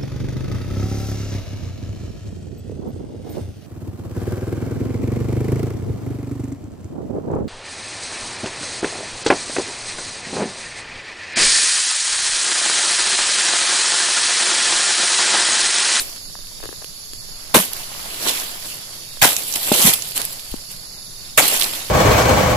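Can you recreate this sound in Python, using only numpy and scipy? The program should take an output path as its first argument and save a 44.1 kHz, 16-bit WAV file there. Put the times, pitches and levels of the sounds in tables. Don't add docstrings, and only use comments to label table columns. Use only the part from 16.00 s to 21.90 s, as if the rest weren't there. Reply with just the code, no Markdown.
import sys
import numpy as np
from scipy import signal
from scipy.fft import irfft, next_fast_len
from scipy.io import wavfile
from scipy.ndimage import uniform_filter1d

SR = 44100
rng = np.random.default_rng(int(sys.argv[2]) if len(sys.argv) > 2 else 0)


def volts(x):
    e = np.asarray(x, float) / 20
    return 10 ** e


def wrap_up_sound(samples):
    columns = np.atleast_2d(samples).T
    tamed = np.clip(columns, -1, 1)
    steps = np.round(tamed * 32767).astype(np.int16)
    wavfile.write(sys.argv[1], SR, steps)


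N = 260190
T = np.arange(N) / SR


def evened(x):
    return x / np.sqrt(np.mean(x ** 2) + 1e-20)


def read(points, hz):
    f, value = np.transpose(points)
    return np.interp(np.log(hz + 1), np.log(f + 1), value)


def add(mix, s, sound):
    part = mix[:, round(s * SR):][:, :sound.shape[-1]]
    part += sound[..., :part.shape[1]]


def panned(db):
    return volts([[db / 2], [-db / 2]])


# f/Hz, left-right/dB
PORTS_DB = [(60, -2), (110, 4.5), (200, -0.5), (380, 2), (700, -0.5), (1290, 3.5), (2380, -1.5), (4400, -8),
            (8120, -4), (15000, 1.5)]


def noise(spectrum, same, size=N):
    fft_size = next_fast_len(size)
    hz = np.fft.rfftfreq(fft_size, 1 / SR)
    a, b, c, d = rng.standard_normal((len(hz), 4)).T
    alike = np.clip(read(same, hz), 0, 1)
    left = a + 1j * b
    right = alike * left + np.sqrt(1 - alike ** 2) * (c + 1j * d)
    z = np.array([left, right])
    z *= volts(read(spectrum, hz)) * panned(read(PORTS_DB, hz))[:, 0]
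    pair = irfft(z, fft_size)[:, :size]
    return pair / np.sqrt(np.mean(pair.mean(0) ** 2))


def crackle(per_s, spread_db, grain_s, size=N):
    luck = rng.random(size)
    big = np.minimum(rng.exponential(1, size), 2.5)
    breaks = (luck < per_s / SR) * volts(spread_db * big) ** 2
    power = signal.lfilter([1], [1, -np.exp(-1 / (grain_s * SR))], breaks)
    return evened(np.sqrt(power + 0.9 * power.mean()))


def drift(hz):
    steps = rng.standard_normal(int(N / SR * hz) + 2)
    return np.interp(T * hz, np.arange(len(steps)), steps)


def ring(modes, t):
    return sum(volts(db - 60 * t / min(t60, .12)) * np.sin(2 * np.pi * hz * t) for hz, db, t60 in modes)


def patchy(x, depth_db):
    z = signal.stft(x, nperseg=1024)[2]
    field = uniform_filter1d(rng.standard_normal(z.shape[1:]), size=14, axis=0)
    field = uniform_filter1d(field, size=4, axis=1)
    gain = volts(depth_db * evened(field) - depth_db ** 2 / 9)
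    return signal.istft(z * gain, nperseg=1024)[1][:, :N]


# t/s, level/dB, rise/s, cutting time/s, t60/s
JABS = [
    (1.5398, -6.5, 0.0048, 0.011, 0.18),
    (3.2125, -9, 0.0055, .035, 0.11),
    (5.3734, -9, 0.0028, 0.018, 0.11),
]
# f/Hz, level/dB per Hz
CRACK_COLOURS = [
    [(59, -52), (100, -7), (243, -5), (334, -10), (629, -4.5), (1020, 0), (1400, -6), (2330, -4),
     (5780, -14.5), (11400, -6), (15600, -16.5)],
    [(59, -36), (100, -7), (276, -10.5), (355, -17), (656, -4), (1000, -3), (1240, -7), (1560, -0.5),
     (4880, -11), (10900, -7), (15600, -13)],
    [(59, -43), (100, -11), (320, -10), (531, -1), (1930, -1.5), (2190, 3), (2380, 0.5), (5910, -13.5),
     (6570, -5.5), (10700, -4.5), (15600, -11)],
]
# f/Hz, left-right likeness
NEAR_LIKENESS = [(60, 1), (180, 0.99), (550, 0.88), (1650, -0.32), (4970, 0.29), (15000, -0.35)]


def jabs():
    out, t = np.zeros((2, N)), np.arange(SR // 2) / SR
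    pinged_db = -3
    for (s, db, rise, cut, t60), colour in zip(JABS, CRACK_COLOURS):
        force = np.clip(t / rise, 0, 1) ** 2 * volts(-60 * np.maximum(t - rise - cut, 0) / t60)
        thinned = [(hz, level_db + pinged_db * (300 < hz < 4500)) for hz, level_db in colour]
        tear = noise(thinned, NEAR_LIKENESS, size=len(t)) * crackle(700, 4, .0008, size=len(t))
        add(out, s, volts(db - .7) * force * tear)
    return out


# t/s, f/Hz, level/dB
SPLITS = [(1.5463, 3770, -17), (1.5473, 1030, -10), (1.5475, 1510, -13), (1.5507, 540, -7),
          (1.5529, 2300, -16), (1.5536, 3790, -15), (1.5561, 1060, -15), (1.5568, 1570, -16),
          (1.5581, 2330, -16), (1.5604, 3940, -20), (1.5606, 370, -11), (1.5652, 370, -14),
          (1.5695, 370, -14), (1.5779, 650, -16), (3.218, 2280, -14), (3.2221, 3750, -15),
          (3.2257, 3100, -16), (3.2259, 800, -15), (3.2266, 1680, -15), (3.2316, 1700, -16),
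          (3.2382, 690, -16), (3.2382, 2410, -16), (3.2386, 1510, -13), (3.2425, 3660, -17),
          (3.245, 1590, -13), (3.2481, 970, -12), (3.2497, 2200, -17), (3.2525, 500, -15),
          (5.3775, 650, -20), (5.3793, 2710, -12), (5.3809, 1290, -12), (5.3823, 1720, -14),
          (5.385, 650, -16), (5.3852, 2200, -13), (5.3864, 2730, -17), (5.3911, 1570, -18),
          (5.3923, 3420, -17), (5.3957, 2220, -15), (5.3966, 1340, -20), (5.3995, 840, -14),
          (5.4018, 2730, -17), (5.4086, 600, -17)]


def pings():
    out = np.zeros((2, N))
    base_s, cycles, gain_db = .005, 1.5, 2.5
    for (s, hz, db), (phase, lean, lag) in zip(SPLITS, rng.random((len(SPLITS), 3))):
        length = base_s + cycles / hz
        u = np.arange(0, 1, 1 / (length * SR))
        port_turns = [[0], [.22 * (lag - .5) * hz / 1000]]
        turns = hz * length * u * (1.03 - .06 * u) + phase + port_turns
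        ping = np.sin(np.pi * u ** .75) ** 2 * np.sin(2 * np.pi * turns)
        add(out, s - .4 * length, panned(3.5 + 5 * (lean - .5)) * volts(db + gain_db) * ping)
    return out


# t/s, start f/Hz, end f/Hz, length/s, level/dB
SWEEPS = [
    (1.551, 303, 186, 0.028, -15),
    (1.583, 220, 170, 0.035, -21.5),
    (1.574, 703, 600, 0.02, -17.5),
    (3.236, 1020, 600, 0.025, -20),
    (3.243, 400, 195, 0.025, -20.5),
    (5.394, 982, 380, .024, -20),
    (5.415, 334, 234, 0.033, -25),
]
SLAPS = [
    (3.789, 260, 220, 0.021, -28),
    (3.829, 270, 240, 0.029, -28),
    (3.844, 217, 170, 0.018, -10.5),
    (3.862, 287, 193, 0.027, -16.5),
    (3.889, 195, 170, 0.015, -23),
]


def stalk():
    out = np.zeros((2, N))
    for s, start_hz, end_hz, length, db in SWEEPS + SLAPS:
        u = np.arange(0, 1, 1 / (length * SR))
        turns = np.cumsum(start_hz * (end_hz / start_hz) ** u) / SR
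        wave = np.sin(np.pi * u ** 1.13) ** 2 * np.sin(2 * np.pi * turns)
        add(out, s, panned(1.4) * volts(db) * wave)
    return out


# f/Hz, level/dB, t60/s
BUTT_MODES = [(233, -3.5, 0.054), (310, 0.5, 0.025), (404, 1, 0.022), (600, -3, 0.045), (790, -4, .028),
              (1330, -13, .03), (2700, -17, .03)]
# t/s, level/dB, rise/s
THUD = (3.7173, -1.5, 0.00026)


def thuds():
    out, t = np.zeros((2, N)), np.arange(SR // 4) / SR
    s, db, rise = THUD
    struck = ring(BUTT_MODES, t) * (1 - np.exp(-t / rise))
    hit = -signal.lfilter(*signal.butter(2, 170, "high", fs=SR), struck)
    add(out, s, panned(3.5) * volts(db) * hit / abs(hit).max())
    return out


# t/s, leaflet level/dB, 20 dB fall/s, wood share/dB
JOLTS = [(0.0, -21, .06, -6), (.16, -43, .04, 6), (1.6, -21.5, .135, -4), (3.275, -18, .14, -1.5),
         (3.385, -29, .08, -6), (3.561, -22, .03, -6), (3.737, -19.5, .2, 3), (3.935, -24, .08, -9),
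         (4.164, -23.5, .1, -5), (4.2, -33, .05, 13), (4.712, -38, .1, -9), (5.425, -19, .45, 1.5),
         (5.54, -23, .1, -1.5)]
# peak t/s, leaflet level/dB, 20 dB rise/s, 20 dB fall/s,
# wood share/dB
SWAYS = [(.09, -39, .1, .17, 3), (.6, -51, .5, .7, 7), (1.45, -56, .4, .5, 12), (1.78, -35, .15, .19, -1.5),
         (2.04, -46, 1.1, .7, 14), (2.29, -23, .13, .09, 4), (2.38, -29, .65, .33, 2.5),
         (2.7, -35, .25, .22, -4), (2.78, -46, .9, .6, 9), (2.95, -44, .2, .3, 3),
         (3.52, -32.5, .5, .2, -8), (3.7, -25, .45, .05, -4), (3.83, -16.5, .22, .1, -9),
         (3.87, -11.5, .08, .1, -4), (3.902, -17, .06, .04, -7), (4.07, -35, .6, .5, -4),
         (4.245, -33, .07, .12, -4), (4.33, -38, .2, .2, -1), (4.5, -43, .5, .35, 2.5),
         (4.93, -65, .6, .5, 24), (5.28, -48, .2, .1, 9), (5.626, -22, .1, .075, -4),
         (5.76, -35, .2, .35, 4)]


def shaking():
    jolt_rise_s = .024
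    still_db, still_wood_db = -56, 6
    moves = [(s, db, jolt_rise_s, fall, wood_db) for s, db, fall, wood_db in JOLTS] + SWAYS
    s, db, rise, fall, wood_db = np.transpose(moves)[..., None]
    t = T[::64]
    power = volts(db - 20 * np.maximum((s - t) / rise, (t - s) / fall)) ** 2
    levels = []
    for under_db, share in [(0, 0), (-1.5, .45), (-10, 1)]:
        moved = (power * volts(2 * share * wood_db)).sum(0)
        still = volts(still_db + share * still_wood_db) ** 2
        levels.append(volts(under_db) * np.interp(T, t, np.sqrt(moved + still)))
    return levels


# f/Hz, level/dB per Hz
LEAF_COLOUR = [(2940, -33), (5000, -14.5), (6560, -13.5), (7570, -0.5), (8410, -4), (10800, 2.5),
               (12700, -1), (14900, -4), (15600, -11.5)]
FIBRE_COLOUR = [(70, -22), (300, -6), (710, -4.5), (1450, -14), (2050, -3), (2890, 0.3), (4150, -1.5),
                (4660, -4), (5330, -5), (7000, -5), (9100, -16), (15400, -120)]
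STEM_COLOUR = [(71, -32), (120, -14), (221, -5.5), (447, -9.5), (664, -1), (1140, -0.5), (1250, -1.5),
               (1800, -2), (2340, -7.5), (3960, -120)]
# f/Hz, left-right likeness
CROWN_LIKENESS = [(60, .99), (550, .88), (1500, .22), (5000, .08), (15000, .03)]


def fronds():
    leaf, fibre, stem = shaking()
    rattle = crackle(800, 3.1, .0011)
    fibre_rattle = evened(rattle + .66 * crackle(300, 2.6, .0019))
    leaves = leaf * patchy(noise(LEAF_COLOUR, CROWN_LIKENESS), 2.2) * rattle
    fibres = fibre * patchy(noise(FIBRE_COLOUR, CROWN_LIKENESS), 2.3) * fibre_rattle
    stems = stem * noise(STEM_COLOUR, CROWN_LIKENESS) * crackle(110, 5.3, .005)
    left, right = leaves + fibres + stems
    right_late_samples = 11
    return np.array([left, np.roll(right, right_late_samples)])


# t/s, treble level/dB, fibre level/dB, left-right/dB, length/ms
CUT_LEAFLETS = [(0.4709, -38, -38, -2, 2.3), (0.6361, -38, -37, 1, 3.2), (0.655, -38, -37, -2, 3.8),
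                (0.8456, -35, -33, -10, 2.1), (1.6413, -29, -33, -8, 3.0), (1.7341, -23, -32, -12, 1.6),
                (1.767, -32, -34, -6, 3.5), (1.8034, -34, -44, -3, 6.0), (1.8368, -43, -35, -5, 3.5),
                (1.8423, -36, -39, -4, 4.1), (1.9291, -44, -36, -5, 2.7), (1.9416, -41, -38, -7, 5.4),
                (1.9615, -45, -36, -6, 2.3), (2.2858, -26, -19, -5, 3.6), (2.2943, -22, -18, -8, 4.1),
                (2.6265, -41, -35, -9, 4.4), (2.6585, -33, -38, -4, 5.3), (2.7448, -33, -40, -4, 3.0),
                (3.3319, -19, -31, -3, 1.8), (3.4227, -29, -32, -8, 2.4), (3.4362, -29, -45, -9, 5.9),
                (3.4691, -29, -36, -9, 2.8), (3.4846, -28, -40, -11, 4.9), (3.5589, -19, -22, -6, 4.4),
                (3.6317, -24, -31, -3, 5.4), (3.6692, -24, -33, -8, 6.0), (3.722, -19, -19, -5, 6.0),
                (3.7255, -16, -22, -7, 2.1), (3.7435, -17, -27, -4, 6.0)]
FALL_LEAFLETS = [(3.8253, -13, -24, -4, 4.7), (3.9371, -12, -17, -2, 3.2), (3.9405, -17, -24, -4, 6.0),
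                 (4.0762, -31, -44, -6, 4.3), (4.0892, -27, -43, -3, 2.5), (4.1107, -28, -42, -7, 2.6),
                 (4.1196, -46, -32, -9, 2.7), (4.1645, -23, -41, -5, 6.0), (4.178, -15, -20, -4, 2.2),
                 (4.2174, -18, -24, -9, 1.9), (4.2523, -16, -34, -7, 1.8), (4.3302, -32, -54, -6, 5.4),
                 (4.396, -52, -33, -9, 2.4), (4.3995, -36, -43, -11, 6.0), (4.4474, -35, -56, -2, 3.0),
                 (4.5152, -33, -42, -3, 2.2), (4.5187, -40, -37, -4, 6.0), (4.5641, -38, -39, -3, 4.3),
                 (4.7163, -34, -48, -4, 5.7), (5.4805, -13, -40, -6, 2.3), (5.4845, -14, -40, -7, 2.0),
                 (5.5349, -20, -30, -2, 5.8), (5.5654, -21, -29, -3, 4.8), (5.5753, -21, -32, 2, 3.1),
                 (5.5983, -19, -21, -6, 2.6), (5.6112, -22, -21, -5, 3.7), (5.6147, -29, -16, -14, 1.7),
                 (5.6232, -37, -15, -13, 2.0), (5.6342, -20, -25, -6, 4.6), (5.6427, -24, -20, -9, 3.5),
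                 (5.737, -36, -28, -7, 4.5), (5.7529, -36, -29, -7, 6.0), (5.7933, -34, -36, -5, 3.4),
                 (5.8053, -51, -30, -9, 2.7), (5.8871, -42, -35, -7, 2.7)]
RIBS = [
    (1.135, -32, -33, 3, 2.5),
    (2.3115, -24, -24, 2, 2.5),
    (2.4004, -26, -32, -8, 2.2),
    (3.3664, -16, -22, -8.5, 2.2),
    (3.5263, -25, -35, -10, 4.5),
    (3.5397, -23, -30, -10, 4.5),
    (3.8178, -15, -28, -4, 1.8),
    (4.0232, -24, -31, -11, 3.2),
]
# f/Hz, level/dB per Hz
TWIG_COLOUR = [(700, -22), (1800, -10), (2800, 0), (4200, 0), (6000, -6), (8000, -16), (15400, -40)]


def snaps():
    out, t = np.zeros((2, N)), np.arange(-200, 2400) / SR
    for table, kind_hz in ((CUT_LEAFLETS, 10800), (FALL_LEAFLETS, 10800), (RIBS, 6600)):
        for s, db, low_db, pan_db, ms in table:
            u = 1000 * t / max(ms - .8, .8)
            decay = .93 * volts(-10 * u) + .07 * volts(-60 * t / .09)
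            shape = np.where(t < 0, np.exp(-(u / .4) ** 2), decay)
            hz = kind_hz * (1 + .05 * rng.standard_normal())
            colour = [(3000, -36), (.68 * hz, -9), (hz, 0), (1.25 * hz, -5), (20000, -12)]
            for part, part_db in ((colour, db + 5.5 - .8 * ms), (TWIG_COLOUR, low_db + 4.5 - .8 * ms)):
                burst = shape * noise(part, NEAR_LIKENESS, size=len(t))
                burst *= np.linalg.norm(shape) / np.linalg.norm(burst.mean(0))
                add(out, s - .0004 + t[0], panned(pan_db + 3.5) * volts(part_db) * burst)
    return out


# t/s, peak level/dB, f/Hz, left-right/dB
TICKS = [(0.026, -30, 1600, 0), (0.161, -27, 1650, 0), (0.298, -34, 600, 5), (0.352, -21.5, 921, 5),
         (0.389, -29, 431, 3.0), (0.601, -29, 651, 13), (0.628, -27.5, 530, 22), (0.637, -25, 394, 26),
         (0.646, -28, 458, 18), (0.655, -23.5, 416, 24), (0.664, -32, 334, 11.5), (0.689, -23, 340, 22.5),
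         (0.713, -32, 431, 13.0), (0.726, -27.5, 437, 26), (0.817, -30, 533, 19), (0.822, -30, 614, 20),
         (0.842, -23, 455, 2), (1.132, -33, 310, 23), (1.289, -31.5, 452, 16), (1.761, -26, 1070, 3.5),
         (1.798, -32, 624, 2.5), (1.948, -24.5, 859, 4), (3.17, -30, 603, -17), (4.712, -32, 1970, 2.5),
         (4.739, -36, 1500, 2.5)]
# t/s, level/dB, f/Hz, t60/s
KNOCK = (4.5407, -21, 240, .018)
# t/s, level/dB, width/s
BUMP = (4.527, -23, .005)


def fingers():
    out, t = np.zeros((2, N)), np.arange(1500) / SR
    housing = ring([(170, -5, .016), (1160, -2.5, .0043), (1640, -7.5, .0074), (2500, -11, .004)], t)
    for s, db, hz, pan_db in TICKS:
        slip = np.cos(2 * np.pi * hz * t) * volts(-60 * t * hz / 4.6)
        tick = signal.lfilter(*signal.butter(1, 260, "high", fs=SR), slip + housing)
        onset = 1 - np.exp(-t / .00037)
        add(out, s + .00163, panned(pan_db) * volts(db + 4) * onset * tick / abs(tick).max())
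    s, db, hz, t60 = KNOCK
    tap = volts(db - 60 * t / t60) * (1 - np.exp(-t / .00025)) * np.cos(2 * np.pi * hz * t)
    add(out, s, -panned(26) * tap)
    s, db, width = BUMP
    return out + panned(5.5) * volts(db) * np.exp(-((T - s) / width) ** 2)


# first note t/s, last note t/s, gap/s, level/dB
TRILLS = [
    (.316, .78, .0442, -41.5),
    (2.99, 3.22, .0437, -39.5),
    (4.9785, 5.35, .0455, -39.5),
]
# start f/Hz, end f/Hz, length/s
NOTE = (4000, 3420, .03)


def bird():
    out = np.zeros((2, N))
    high_hz, low_hz, length = NOTE
    t = np.arange(0, length, 1 / SR)
    turns = np.cumsum(high_hz + (low_hz - high_hz) * t / length) / SR
    note = np.sin(2 * np.pi * turns) * np.hanning(len(t))
    for first, last, gap, db in TRILLS:
        for s in np.arange(first, last, gap):
            start = s - length / 2 + .0014 * rng.standard_normal()
            note_db = db - 4.5 * (last - s) / (last - first) + 1.6 * rng.standard_normal((2, 1))
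            add(out, start, volts(note_db) * note)
    return out + .25 * np.roll(out[::-1], 700, axis=1)


# f/Hz, level/dB per Hz
GROVE_COLOUR = [(35, -34), (60, -0.5), (110, 4), (173, 2), (248, -5.5), (537, -9.5), (639, -8),
                (713, -19.5), (2120, -16), (2600, -16.5), (3380, -40), (5720, -120)]
# f/Hz, level/dB per Hz
HISS_COLOUR = [(2200, -30), (3250, -16), (3700, -11.5), (4050, -13), (4350, -4.5), (5400, -6),
               (5950, -11.5), (7000, -8), (8300, -18), (9700, -12.5), (11100, -4), (12400, -18),
               (13600, -16), (15700, -22)]
# f/Hz, width/Hz, level/dB
CHORUS = [(4530, 200, -1), (10900, 780, -1.5)]
# f/Hz, left-right likeness
FAR_LIKENESS = [(60, 0.73), (180, 0.42), (550, 0.32), (1650, 0), (4970, 0.083), (15000, 0.0)]


def grove():
    grove_db, hiss_db = -48, -38
    wash = volts(grove_db - 2 + 1.15 * drift(2.9)) * noise(GROVE_COLOUR, FAR_LIKENESS)
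    wash += volts(hiss_db - 1 + .68 * drift(8.1)) * noise(HISS_COLOUR, FAR_LIKENESS)
    for hz, width, db in CHORUS:
        band = [(hz - 3 * width, -70), (hz - width / 2, -3), (hz, 0), (hz + width / 2, -3), (hz + 3 * width, -70)]
        swell_db = .9 * drift(6.9) + 2.3 * drift(75)
        wash += volts(hiss_db - 11 + db + swell_db) * noise(band, FAR_LIKENESS)
    return patchy(wash, 1.2)


# t/s, level/dB
WIND = [(0.0, -43), (0.93, -39), (1.02, -50), (1.13, -36), (1.33, -38.5), (2.61, -43.5), (2.92, -52.5),
        (3.27, -39), (3.45, -49), (3.73, -45), (4.37, -47.5), (4.5, -40), (4.58, -34), (4.67, -46.5),
        (5.11, -44), (5.44, -41), (5.9, -44)]


def wind():
    colour = [(3, -30), (8, 3), (25, -10), (38, -17), (60, -31.5), (300, -74)]
    gusts = noise(colour, [(3, .77), (300, .45)])
    return volts(np.interp(T, *np.transpose(WIND)) + 2 * drift(6.5)) * gusts


def scene():
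    cutting = jabs() + pings() + stalk() + thuds()
    crown = fronds() + snaps()
    return cutting + crown + fingers() + bird() + grove() + wind()


def starve(x):
    z = signal.stft(x, nperseg=1024)[2]
    power = uniform_filter1d((abs(z) ** 2).sum(0), size=4, axis=1) + 1e-20
    edges = np.cumsum(np.linspace(3, 7, 62)).astype(int) + 50
    relative = power / uniform_filter1d(power, size=70, axis=0)
    depth = np.add.reduceat(relative, edges)[:-1] / np.diff(edges)[:, None]
    depth *= edges[1:, None] ** -.62
    kept = np.where(depth < np.percentile(depth, 12), .02, 1)
    z[:, edges[0]:edges[-1]] *= np.repeat(kept, np.diff(edges), axis=0)
    z[:, edges[-1]:] = 0
    return signal.istft(z, nperseg=1024)[1][:, :N]


def top_cut(x):
    return signal.sosfilt(signal.butter(12, 15620, fs=SR, output="sos"), x)


def record(dry):
    mix = np.clip(starve(dry), -1, 1)
    return top_cut(mix)


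dry = scene()
out = record(dry)
wrap_up_sound(out)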